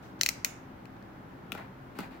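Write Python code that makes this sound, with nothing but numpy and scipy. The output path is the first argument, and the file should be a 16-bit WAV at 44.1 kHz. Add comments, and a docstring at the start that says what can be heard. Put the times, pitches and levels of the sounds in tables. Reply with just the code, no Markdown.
"""A low ventilation rumble fills a quiet room. Close by, a thumb rubs the slider of a plastic utility
knife, which clicks over five notches; each snap makes the knife ring. It ticks faintly in the hand.
The blade is then set twice against a cardboard box: it ticks, the box knocks hollowly, and the edge
scrapes briefly over the fibres. The room adds a short echo."""
import sys
import numpy as np
from scipy import signal
from scipy.fft import rfft, irfft
from scipy.io import wavfile

SR = 44100
rng = np.random.default_rng(int(sys.argv[2]) if len(sys.argv) > 2 else 0)


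def master(y):
    """Save y as 16-bit WAV."""
    cut = np.clip(np.atleast_2d(y).T, -1, 1)
    pcm = np.round(cut * 32767)  # scale
    wavfile.write(sys.argv[1], SR, pcm.astype(np.int16))


N = 97020
T, HZ = np.arange(N) / SR, np.arange(N // 2 + 1) * SR / N


def undb(db):
    """Turn decibels into a number to multiply by."""
    return 10 ** (np.asarray(db) / 20)


def unit(x):
    """Scale a sound to an average (rms) strength of 1."""
    return x / np.sqrt(np.mean(x ** 2))


def pan(db):
    """Left and right gains that make the left ear db louder."""
    return undb(np.array([[db], [-db]]) / 2)


def curve(points):
    """Join (f/Hz, value) points with lines, giving each octave equal space."""
    hz, value = np.array(points, float).T
    return np.interp(np.log(HZ + 1), np.log(hz), value)


def colour(x, points):
    """Shape a sound's tone by (f/Hz, level/dB) points."""
    cepstrum = irfft(np.log(undb(curve(points))), N)
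    causal = cepstrum * (1 + np.sign(T)) * (np.arange(N) < N // 2)  # no ringing ahead of a click
    return irfft(rfft(x) * np.exp(rfft(causal)), N)


def add(out, s, x):
    """Mix a short sound in at s seconds."""
    i = int(s * SR)
    out[:, i:i + x.shape[1]] += x[:, :N - i]


# tone of the rumble: f/Hz, level/dB (levels in all tables are relative)
AIR_TONE = [(12, -46), (20, -15.5), (187, -4.5), (228, -9.5), (262, -4), (293, -12), (319, -5.5),
            (388, -13), (434, -11), (472, -17), (574, -14.5), (660, -18), (780, -15), (1150, -20.5),
            (1530, -21), (2750, -33), (8890, -54), (14700, -46.5), (16000, -51)]
# how strong the difference between the ears is, against what they share: f/Hz, level/dB
AIR_WIDTH = [(60, -17), (110, -12), (200, -13), (380, -6), (700, 0), (1290, 1.5), (2380, -2), (4400, 0),
             (8120, 1.5), (15000, -0.5)]
# narrow bands of noise that hum: f/Hz, width/Hz, level/dB
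HUM_BANDS = [(262.3, 8, -59.5), (205.4, 45.5, -60.5), (123.2, 51, -60)]

def ventilation(level_db=-49.5):
    """Steady rumble, alike in both ears in the bass, with a wavering hum."""
    shared, side = colour(rng.standard_normal((2, N)), AIR_TONE)
    air = shared + colour(side, AIR_WIDTH) * np.array([[1], [-1]])
    air *= undb(level_db) / np.std(shared)
    for hz, width, db in HUM_BANDS:
        band = np.exp(-(2 * (HZ - hz) / width) ** 2)
        air += undb(db) * unit(irfft(rfft(rng.standard_normal(N)) * band, N))
    return air * pan(1.07)


def stroke(s, length, skew=0.27):
    """Loudness of a short drag: a quick swell and a slower fade."""
    progress = np.clip((T - s) / length, 0, 1)
    return np.abs(np.sin(np.pi * progress ** skew))


# the thumb rubs the slider: t/s, length/s, level/dB
THUMB_RUBS = [(.025, 0.14, -62.5), (0.19, 0.051, -61.5)]
# tone of the rubbing: f/Hz, level/dB
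RUB_TONE = [(500, -18.5), (2300, 0), (4000, -3.5), (6500, -6.5), (9000, -17), (16000, -14)]

def thumb():
    """The thumb rubs faintly on the plastic before the slider gives way."""
    friction = unit(colour(rng.standard_normal((2, N)), RUB_TONE))
    return friction * sum(undb(db) * stroke(s, length) for s, length, db in THUMB_RUBS)


def ring(notes, attack_s, weights=((100, 0), (1000, 0)), size=8000):
    """A struck object rings at its own notes, made louder or softer by (f/Hz, level/dB) weights."""
    t, out = T[:size], 0
    chance = rng.standard_normal((len(notes), 3)) * (.8, .01, .4)  # no two blows are alike
    for (hz, fade_s, db), (extra_db, detune, right_phase) in zip(notes, chance):
        gain = undb(db + extra_db + np.interp(hz, *zip(*weights)))
        angle = 2 * np.pi * hz * (1 + detune) * t + np.array([[0], [right_phase]])
        fade = np.exp(-np.log(1000) * t / fade_s)  # falls 60 dB in fade_s
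        out = -out + gain * np.sin(angle) * fade  # neighbouring notes start in opposite directions
    return out * (1 - np.exp(-t / attack_s))


def crack(decay_s, size=1500):
    """A tiny burst of noise as two things touch."""
    return rng.standard_normal((2, size)) * np.exp(-T[:size] / decay_s)


# slider clicks: t/s, level/dB, low ring/dB, middle ring/dB, second contact's delay/s, its level/dB
SLIDER_CLICKS = [(.2118, 1, -2.5, 1, 0.00055, -12), (0.2334, -3, -6, 2, .0007, -15.5),
                 (0.2619, -0.5, 0, -2.5, 0.00061, -12.5), (0.2891, -2.5, 0.5, -3.5, .0014, -3),
                 (0.4469, 0.5, -2, -9.5, 0.00092, -11.5)]
# faint ticks of the knife in the hand: t/s, level/dB, low ring/dB
HAND_TICKS = [(0.8552, -36.5, 10.5), (.9655, -50, 12), (1.0255, -43, 2)]
# notes the knife rings at: f/Hz, fade time/s, level/dB
KNIFE_NOTES = [(1470, .007, -16.5), (2066, .008, -7), (2620, 0.007, -3), (3070, .007, -12.5),
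               (4120, 0.0077, -1), (4590, .008, -6.5), (5600, 0.005, -6), (6137, 0.0074, -4.5),
               (7050, 0.0052, -7), (8400, 0.008, -12.5), (10340, 0.0059, -17.5), (12100, .003, -9),
               (14000, .004, -10), (15400, .004, -18.5)]
# tone of the snap: f/Hz, level/dB
SNAP_TONE = [(300, -15.5), (1000, -11), (2300, 2), (3300, 2.5), (4200, 1.5), (7000, 1.5), (9500, -10),
             (13000, -3.5), (17000, 0)]
# how much louder the ring is in the left ear: f/Hz, level/dB
RING_BALANCE = [(1400, 4), (2100, 9), (2600, 8), (3100, 3), (4100, 0), (5500, 7), (6200, 4), (7000, -7),
                (8200, 3), (10000, 6)]
# the knife is close, so its ring reaches the left ear first: f/Hz, head start/radians
LEFT_LEAD = [(1400, .5), (2000, 1.2), (2550, 2), (3100, .2), (4100, .1), (4700, .9), (5500, .4), (6200, .3),
             (7000, .9), (8200, 2), (16000, 1.6)]
# tone of the echo off the side of the box: f/Hz, level/dB
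BOX_ECHO_TONE = [(1200, -5.5), (2000, -4), (2700, 2), (3600, -14.5), (9000, -7), (15000, -4)]

def knife(attack_s=0.000098, snap_s=0.00082, box_echo_s=.0016):
    """The slider snaps into each notch and settles with a second contact; the knife rings."""
    zones_hz = (2500, 4200, 5700)  # low, middle and upper ring
    body, snap = np.zeros((2, N)), np.zeros((2, N))
    for s, db, low_db, middle_db, lag, second_db in SLIDER_CLICKS:
        weights = list(zip(zones_hz, (low_db, middle_db, 0)))
        for at, gain in ((s, undb(db)), (s + lag, undb(db + second_db))):
            add(body, at, gain * ring(KNIFE_NOTES, attack_s, weights))
            add(snap, at, gain * crack(snap_s))
    for s, db, low_db in HAND_TICKS:
        weights = list(zip(zones_hz, (low_db, 0, -low_db / 2)))
        add(body, s, undb(db) * ring(KNIFE_NOTES, attack_s, weights))
        add(snap, s, undb(db) * crack(snap_s))
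    body, snap = undb(-12) * body, colour(snap, SNAP_TONE)
    left = undb(curve(RING_BALANCE) / 2)
    right = np.exp(-1j * curve(LEFT_LEAD)) / left
    direct = irfft(rfft(body) * np.array([left, right]), N) + undb(-14) * pan(6) * snap
    add(direct[:1], box_echo_s, undb(-6) * colour(direct[:1], BOX_ECHO_TONE))  # left ear only
    into_room = undb(-8) * body + undb(-9.5) * snap  # sound from all sides has a smoother tone
    return direct, into_room


# the blade touches the box: t/s, knock/dB, hollow bass/dB, blade ring/dB, tick/dB
BLADE_TAPS = [(1.5199, -45.5, 0, -22, -32), (1.5241, -45, 13.5, -36, -42), (1.5284, -54, -8, -50, -38.5),
              (1.5505, -34, -4.5, -42, -41), (1.579, -45, -17, -41.5, -50),
              (1.9883, -32.5, 6.5, -39, -34.5), (1.9952, -38.5, -3, -52, -60),
              (2.0052, -43, 16.5, -55, -39.5)]
# notes the box rings at: f/Hz, fade time/s, level/dB
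BOX_NOTES = [(141, 0.2, -15.5), (192.7, 0.16, -8), (269, 0.04, -3.5), (414, 0.039, -3.5),
             (567, 0.018, -2.5), (835, 0.04, -2), (986, 0.055, -16.5), (1300, 0.016, 1.5),
             (1520, 0.041, -9), (2120, 0.027, -15)]
# notes the extended blade rings at: f/Hz, fade time/s, level/dB
BLADE_NOTES = [(1337, .014, -11.5), (1820, .009, -14), (2444, 0.0095, -0.5), (2835, .010, -5),
               (3350, 0.0087, -8.5), (3920, 0.011, -18.5), (5370, 0.015, -23)]
# tone of the tick: f/Hz, level/dB
TICK_TONE = [(500, -6), (3000, 2.5), (7000, -1), (10000, -4.5), (13000, 2.5), (17000, -7)]

def taps(hollow_hz=450):
    """The blade meets the box: a tick, a short metal ring and a hollow knock."""
    out, ticks = np.zeros((2, N)), np.zeros((2, N))
    for s, knock_db, bass_db, blade_db, tick_db in BLADE_TAPS:
        knock = ring(BOX_NOTES, attack_s=0.00016, weights=[(hollow_hz / 2, bass_db), (hollow_hz, 0)])
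        add(out, s, undb(knock_db) * pan(3) * knock)
        add(out, s, undb(blade_db) * pan(11) * ring(BLADE_NOTES, attack_s=0.00045))
        add(ticks, s, undb(tick_db) * crack(decay_s=0.0014))
    return out + pan(1.5) * colour(ticks, TICK_TONE)


# the edge drags on cardboard: t/s, length/s, level/dB, treble/dB
EDGE_DRAGS = [(1.537, 0.085, -51.5, 3.5), (1.574, 0.11, -43.5, -6.5), (1.953, 0.15, -55.5, 3.5),
              (1.986, 0.061, -44, 5.5), (2.027, 0.066, -45, 0), (2.109, 0.12, -53, 0)]
# tone of the scraping: f/Hz, level/dB
SCRAPE_TONE = [(150, -7), (400, -2.5), (850, 7.5), (1400, -1), (1900, 2), (2600, -3), (3200, -10.5),
               (4400, -10), (5500, -20.5), (10000, -26), (16000, -21)]

def scrapes(fibres_per_s=12000, treble_hz=3420):
    """The edge catches on many cardboard fibres; each drag swells and fades."""
    out = np.zeros((2, N))
    for s, length, db, treble_db in EDGE_DRAGS:
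        catches = rng.random(N) < fibres_per_s / SR
        strength = rng.standard_normal(N) + 1.53 * rng.standard_normal((2, N))  # shared + each ear's own
        rasp = unit(colour(catches * strength, SCRAPE_TONE))
        rasp = colour(rasp, [(treble_hz / 2, 0), (treble_hz, treble_db)])
        out += undb(db) * rasp * stroke(s, length)
    return out * pan(2.5)


# the room's echo, band by band: f/Hz, fade time/s, level/dB
ECHO_BANDS = [(150, 0.34, -17), (500, .45, -11.5), (1200, .4, -6), (2500, 0.47, -13), (4300, .43, -13.5),
              (7000, .34, -11), (9900, 0.28, -14.5), (15000, .18, -18)]

def room(x, build_s=0.0037, early_s=.008, early_db=-11):
    """Quick echoes off the table and nearby things, then a blurred tail whose treble dies first."""
    noise, tail = rfft(rng.standard_normal((2, N))), 0
    for k, (_, fade_s, db) in enumerate(ECHO_BANDS):
        band = curve([(row[0], j == k) for j, row in enumerate(ECHO_BANDS)])
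        fade = np.exp(-np.log(1000) * T / fade_s) * (1 - np.exp(-T / build_s))
        tail = tail + undb(db) * irfft(noise * band, N) * unit(fade)
    early = unit(rng.standard_normal((2, N)) * np.exp(-T / early_s) * (T > .002))
    echo = (tail + undb(early_db) * early) / np.sqrt(N)
    return signal.fftconvolve(x, echo, axes=1)[:, :N]


def scene():
    """Knife and box, with their echo, over the rumble."""
    clicks, into_room = knife()
    handling = taps() + scrapes() + thumb()
    return clicks + handling + room(into_room + handling) + ventilation()


def record(dry, top_hz=16000):
    """The recorder cuts off the highest treble."""
    return signal.sosfilt(signal.ellip(8, .2, 70, top_hz, fs=SR, output="sos"), dry)


dry = scene()
out = record(dry)
master(out)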